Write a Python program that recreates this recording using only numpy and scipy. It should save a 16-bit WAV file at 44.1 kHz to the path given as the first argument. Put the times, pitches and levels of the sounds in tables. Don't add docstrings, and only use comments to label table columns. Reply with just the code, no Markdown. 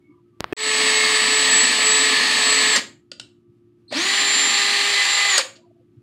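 import sys
import numpy as np
from scipy import signal
from scipy.fft import rfft, irfft, next_fast_len
from scipy.io import wavfile
from scipy.ndimage import uniform_filter1d

SR = 44100
rng = np.random.default_rng(int(sys.argv[2]) if len(sys.argv) > 2 else 0)


def master_out(mix):
    frames = np.transpose(np.atleast_2d(mix))
    ceiling = np.clip(frames, -1, 1)
    pcm = np.round(ceiling * 32767).astype(np.int16)
    wavfile.write(sys.argv[1], SR, pcm)


N = 265482
T = np.arange(N) / SR
DROPOUT_START_S, DROPOUT_END_S = 0.5325, 0.5655


def amp(db):
    return 10 ** (np.asarray(db) / 20)


def evened(x):
    return x / np.sqrt(np.mean(x ** 2) + 1e-20)


def read(points, hz):
    f, value = np.transpose(points)
    return np.interp(np.log(hz + 1), np.log(f + 1), value)


def add(mix, s, sound):
    part = mix[round(s * SR):][:len(sound)]
    part += sound[:len(part)]


def sine(turns):
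    return np.sin(2 * np.pi * turns)


def shaped(x, points, bumps=()):
    size = next_fast_len(len(x))
    hz = np.fft.rfftfreq(size, 1 / SR)
    curve_db = read(points, hz)
    for f, width, db in bumps:
        curve_db = curve_db + db * np.exp(-((hz - f) / width) ** 2)
    filtered = irfft(rfft(x, size) * amp(curve_db), size)
    return evened(filtered[:len(x)])


def wander(length, per_s):
    steps = rng.standard_normal(int(length / SR * 200) + 50)
    smooth = signal.filtfilt([1], [1, -np.exp(-per_s / 200)], steps)
    return np.interp(np.arange(length) / SR * 200, np.arange(len(steps)), evened(smooth))


def blurred_noise(length, size):
    once = uniform_filter1d(rng.standard_normal(length), size=size)
    return evened(uniform_filter1d(once, size=size))


def drill_burst(pull, full_grind_db, levels, tones, grind_colour):
    # f/Hz, width/Hz, level/dB
    shell_bumps = [(1122, 160, 5.5), (1822, 140, 5.5), (4540, 400, 5), (1490, 110, -4), (8820, 730, 4.5),
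                   (11800, 670, -3.5), (14000, 1300, 3)]
    # f/Hz, level/dB
    rumble_colour = [(24, -79), (40, -50), (135, -20), (166, -12), (275, 1.5), (330, -8), (400, -11),
                     (520, -39), (880, -120)]
    blades, pinion_teeth = 18, 5
    spin_up_s, brake_s, coast_hz_per_s = 0.051, 0.04, 450
    frame_hz, frame_width_hz, frame_db = 280, 68, 17
    chuck_turns_per_shaft_turn = 0.062

    start, release, brake, free_hz, drift = pull
    t = np.arange(start, brake + brake_s, 1 / SR)
    spun = 1 - np.exp(-(t - start + 1e-4) / spin_up_s)
    coasted_s = np.clip(t - release, 0, brake - release)
    hz = spun * (free_hz + drift * (t - start)) - coast_hz_per_s * coasted_s
    turning = np.clip(1 - (t - brake) / brake_s, 0, 1)
    turns = np.cumsum(hz * turning) / SR

    s, *columns = np.transpose(levels)
    whine_db, shaft_db, pinion_db, octave_db, rumble_db = (np.interp(t, s, c) for c in columns)
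    grind_db = full_grind_db + 1.6 * 20 * np.log10(spun)
    grind_db -= 6 * (1 - turning)
    whine_db += 1.4 * wander(len(t), 40)
    shaft_db += frame_db * np.exp(-((hz - frame_hz) / frame_width_hz) ** 2)
    shaft_db += 0.87 * wander(len(t), 50)
    pinion_db += 1.2 * wander(len(t), 80)
    octave_db += 1.3 * wander(len(t), 50)
    rumble_db += 6.5 * (1 - turning) + 1.7 * wander(len(t), 71)

    out = amp(whine_db) * sine(blades * turns)
    out += amp(shaft_db) * turning ** 2 * sine(turns)
    out += amp(pinion_db) * sine(pinion_teeth * turns)
    out += amp(octave_db) * sine(2 * pinion_teeth * turns)
    out *= np.minimum((t - start) / 0.02, 1)
    for multiple, db in tones:
        tone_db = db + grind_db + 1.17 * wander(len(t), 28)
        out += amp(tone_db) * sine(multiple * turns + rng.random())
    out *= np.sqrt(2) * np.clip((turning - 0.25) / 0.4, 0, 1)

    grit = amp(0.9 * wander(len(t), 900)) * rng.standard_normal(len(t))
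    wobble_db = -0.45 * sine(chuck_turns_per_shaft_turn * turns)
    out += amp(grind_db + wobble_db) * shaped(grit, grind_colour, shell_bumps)
    out += amp(rumble_db) * spun * shaped(rng.standard_normal(len(t)), rumble_colour)
    heard = t > DROPOUT_END_S
    return start, out * heard * signal.windows.tukey(len(t), 0.002)


def switching():
    # t/s, f/Hz, level/dB, roughness (0 to 1)
    path = [(3.88, 4200, -48, 0), (3.895, 4200, -42, 0.3), (3.915, 4370, -35, 0.8), (3.935, 4300, -44, .9)]
    s, *columns = np.transpose(path)
    t = np.arange(s[0], s[-1], 1 / SR)
    hz, db, rough = (np.interp(t, s, c) for c in columns)
    turns = np.cumsum(hz) / SR
    tone = sine(turns) + amp(-21) * sine(2 * turns)
    roughened = tone * (1 - rough + rough * blurred_noise(len(t), 40))
    return s[0], amp(db) * roughened * signal.windows.tukey(len(t), 0.08)


def click(db, tilt_db, rise_s, t60, thunk_hz, thunk_db):
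    # f/Hz, level/dB
    casing_colour = [(150, -40), (250, -7), (900, -24), (1450, -12.5), (2000, -13), (2900, -1), (4000, -1),
                     (4600, 6.5), (6000, -8.5), (7300, -2.5), (9500, -15), (11000, -28), (15800, -44)]
    # f/Hz, level against the rattle/dB, time to fall 60 dB/s
    chuck_modes = [(1430, -14, 0.043), (2780, -18.5, 0.059)]
    t = np.arange(4000) / SR
    rise = np.clip(t / rise_s, 0, 1)
    colour = [(f, d + tilt_db * np.log2(f / 2000)) for f, d in casing_colour]
    blow = amp(-60 * t / t60) * rise
    bounce = 0.18 * np.roll(blow, 700)
    rattle = shaped(rng.standard_normal(len(t)), colour) * (blow + bounce)
    for hz, ring_db, ring_s in chuck_modes:
        rattle += amp(ring_db - 60 * t / ring_s) * rise * sine(hz * t)
    thunk_rise = np.clip(t / (rise_s + 0.00088), 0, 1)
    thunk = amp(thunk_db - 60 * t / 0.045) * thunk_rise * sine(thunk_hz * t)
    return amp(db) * (rattle / abs(rattle).max() + thunk)


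def room(x):
    # f/Hz, level/dB
    echo_colour = [(300, -1.5), (1000, -2), (3000, -0.5), (8000, -2)]
    # f/Hz, time to fall 60 dB/s
    decay_times = [(200, 0.55), (1000, 0.32), (4000, 0.29), (5700, .24), (7000, 0.34), (9000, .25),
                   (12000, 0.3)]
    closes_s, sway_s = 0.3, 0.3
    out = np.zeros(N)
    for k in range(3):
        taps = np.zeros(SR // 2)
        at = np.arange(300, SR // 2 - 20, 20)
        at = at + rng.integers(0, 20, len(at))
        taps[at] = rng.choice([-1., 1.], len(at))
        hz, t, bands = signal.stft(taps, SR, nperseg=256)
        tail_db = read(echo_colour, hz)[:, None] - 60 * t / read(decay_times, hz)[:, None]
        tail_db = tail_db - 10 * (t / closes_s) ** 3
        tail = signal.istft(bands * amp(tail_db), SR, nperseg=256)[1]
        share = np.sqrt(2 / 3) * np.cos(np.pi * (T / sway_s + k / 3))
        out += signal.oaconvolve(x * share, tail / np.linalg.norm(tail))[:N]
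    return out


def pop(db, thump_hz, t60, snap_hz, snap_db, rise_s):
    t = np.arange(1500) / SR
    rise = np.minimum(t / rise_s, 1)
    thump = rise * amp(-60 * t / t60) * sine(thump_hz * t)
    thump = thump + 0.074 * np.roll(thump, 230)
    snap = rise * amp(snap_db - 60 * t / 0.00059) * sine(snap_hz * t)
    return amp(db) * (thump - snap)


def pops_hiss_and_buzz():
    # t/s, level/dB, thump f/Hz, thump's time to fall 60 dB/s, snap f/Hz,
    # snap level against the thump/dB, rise/s
    pop_list = [(0.406, -3.5, 337, 0.0033, 4580, 1.5, .00002), (0.4427, -5.5, 1100, 0.0043, 3130, 6, .0002)]
    # f/Hz, level/dB
    buzz_tones = [(361, -17), (1780, -29), (2580, -28.5), (647, -33), (1166, -39), (2140, -39), (3210, -37)]
    buzz_start_s, buzz_end_s = 0.5258, 0.5322
    hiss_start_s, hiss_end_s, hiss_db = 0.4, 0.526, -49
    out = np.zeros(N)
    for s, *row in pop_list:
        add(out, s, pop(*row))
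    t = np.arange(0, buzz_end_s - buzz_start_s, 1 / SR)
    buzz = sum(amp(db) * np.cos(2 * np.pi * hz * (t - 0.0003)) for hz, db in buzz_tones)
    add(out, buzz_start_s, -buzz)
    colour = [(100, 4), (2000, -4), (5000, -18), (6000, -32), (15000, -31)]  # f/Hz, level/dB
    noise = rng.standard_normal(round((hiss_end_s - hiss_start_s) * SR))
    add(out, hiss_start_s, amp(hiss_db) * shaped(noise, colour))
    return out


def background():
    # f/Hz, level/dB
    air_colour = [(18, -58.5), (30, -30.5), (103, -5), (258, -8.5), (353, -5.5), (509, -33), (1060, -35),
                  (1180, -35.5), (1660, -37), (2870, -38.5), (5830, -48), (12200, -52.5), (15800, -66)]
    # f/Hz, level before a lift of 4 dB/dB
    hum_tones = [(113.0, -67.5), (231.5, -70), (290.7, -70), (349.9, -60.5), (640.6, -93), (1168, -88.5),
                 (1287, -89)]
    # t/s, length/s, f/Hz, level/dB
    faint_tones = [(0, 0.16, 2210, -66.5), (0.066, 0.18, 1170, -66.5), (0.076, 0.16, 995, -69),
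                   (0.246, .08, 1287, -75), (.31, .09, 1168, -72), (0.075, 0.056, 295, -50),
                   (3.473, .04, 118, -49.5), (5.609, 0.07, 980, -64), (5.647, 0.048, 686, -54),
                   (5.698, 0.023, 650, -56.5), (5.544, 0.093, 644, -58), (5.716, .12, 670, -65),
                   (5.8, 0.041, 505, -65), (5.958, 0.05, 118.5, -47.5)]
    air_db = -59.5 + 2.0 * wander(N, 25)
    out = amp(air_db) * shaped(rng.standard_normal(N), air_colour)
    for hz, db in hum_tones:
        hum_db = db + 4.0 + 2.2 * wander(N, 40)
        out += amp(hum_db) * sine(hz * T + rng.random())
    for s, length, hz, db in faint_tones:
        t = np.arange(0, length, 1 / SR)
        blur = 1 + 0.55 * blurred_noise(len(t), 300)
        add(out, s, amp(db) * blur * sine(hz * t) * signal.windows.tukey(len(t), 0.7))
    return out


def scene():
    # pulled t/s, released t/s, brake bites t/s,
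    # free shaft speed f/Hz, drift/(Hz per s)
    pulls = [(0.3, 2.722, 2.76, 434.25, -1.6), (3.904, 5.29, 5.38, 403.7, 1.0)]
    # t/s, fan whine level/dB, shaft tone level before its swell/dB,
    # pinion tone level/dB, pinion octave level/dB, rumble of the wood level/dB
    level_curves = [
        [(0.57, -22.5, -29, -27, -43, -38), (1.06, -26, -32, -27, -44, -41), (1.44, -21, -34.5, -38, -38, -41),
         (1.6, -15, -36.5, -44, -35, -38), (1.8, -21, -41, -41, -39, -37.5),
         (1.88, -18.5, -31.5, -40, -39, -38), (2.24, -31.5, -38.5, -41.5, -31.5, -40),
         (2.6, -22, -35.5, -39, -30, -39.5), (2.72, -20.5, -35.5, -32, -31.5, -39.5),
         (2.76, -23.5, -39, -32, -34, -39)],
        [(3.92, -49, -49, -39, -45, -31), (3.95, -29.5, -46.5, -41, -40, -33.5),
         (3.98, -32.5, -40, -37, -43, -40), (4.1, -30, -41, -29.5, -33, -47.5),
         (4.36, -23, -43.5, -37.5, -32.5, -43), (4.5, -29, -45, -31, -31, -44),
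         (4.92, -30.5, -39, -31.5, -32, -51.5), (4.99, -35, -45.5, -24, -30.5, -58),
         (5.13, -27.5, -49, -27, -33, -61.5), (5.25, -34.5, -49, -23.5, -33, -59.5),
         (5.35, -21.5, -40.5, -27.5, -33.5, -57), (5.38, -25.5, -46.5, -26, -35.5, -65)],
    ]
    # multiple of the speed, level against the grind/dB
    shaft_tones = [
        [(2, -24.5), (3, -21.5), (4, -13.5), (9, -18), (13, -32), (15, -21), (16, -31), (17, -35), (19, -34),
         (20, -26), (21, -29), (22, -32), (23, -35), (25, -46.5), (28, -51.5), (29, -43), (30, -44.5),
         (32, -51), (36, -43.5)],
        [(2, -19.5), (3, -19), (4, -22), (6, -20.5), (8, -19.5), (11, -14.5), (13, -26), (15, -24), (17, -28.5),
         (19, -24), (20, -22.5), (21, -29.5), (22, -30.5), (23, -38), (24, -33.5), (25, -30), (27, -48.5),
         (29, -59), (30, -45), (31, -48.5), (34, -50), (35, -48), (36, -40), (37, -58), (38, -49)],
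    ]
    # f/Hz, level/dB
    grind_colours = [
        [(180, -48.5), (300, -15), (372, -26.5), (432, -11), (485, -12.5), (1270, -8.5), (1450, -10.5),
         (1770, -1.5), (2200, -0.5), (4410, -3.5), (5840, -14), (7370, -12.5), (8000, -14.5), (11500, -32),
         (15800, -42)],
        [(180, -52), (300, -20.5), (398, -19.5), (711, -13), (798, -12), (882, -11.5), (1230, -10),
         (1430, -7.5), (1990, -0.5), (3610, -2), (4060, -1), (5650, -13.5), (7490, -12.5), (11200, -30.5),
         (15800, -41)],
    ]
    # t/s, rattle peak/dB, treble tilt/(dB per octave), rise/s,
    # rattle's time to fall 60 dB/s, thunk f/Hz, thunk level against the rattle peak/dB
    click_list = [(2.759, -5, 4, 0.0026, 0.047, 562, -14.5), (3.1158, -21.5, -3.5, 0.0019, 0.022, 556, -17),
                  (3.197, -20, -2.5, 0.0014, 0.024, 550, -27), (3.925, -22.5, -1, 0.0008, 0.033, 593, 4.5),
                  (5.378, -4, 7.5, 0.0023, 0.034, 553, -15), (5.39, -19.5, -1, 0.0082, .05, 540, 8.5),
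                  (5.554, -41, -5, .014, 0.054, 345, -7.5)]
    full_grind_db = (-18.5, -20)
    room_db = -9.5
    drill = np.zeros(N)
    for parts in zip(pulls, full_grind_db, level_curves, shaft_tones, grind_colours):
        add(drill, *drill_burst(*parts))
    add(drill, *switching())
    for s, *row in click_list:
        add(drill, s, click(*row))
    mix = drill + amp(room_db) * room(drill) + background() + pops_hiss_and_buzz()
    return np.array([mix, mix])


def record(dry):
    fade_in_s, fade_curve, treble_limit_hz = 0.28, 0.6, 15740
    fade = np.clip((T - DROPOUT_END_S) / fade_in_s, 0, 1) ** fade_curve
    on = np.where(T < DROPOUT_START_S, 1, fade)
    thin = signal.lfilter(*signal.butter(2, 60, "high", fs=SR), dry) * on
    low_pass = signal.firwin(1023, treble_limit_hz, window=("kaiser", 9), fs=SR)
    return signal.oaconvolve(thin, low_pass[None], "same")


dry = scene()
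out = record(dry)
master_out(out)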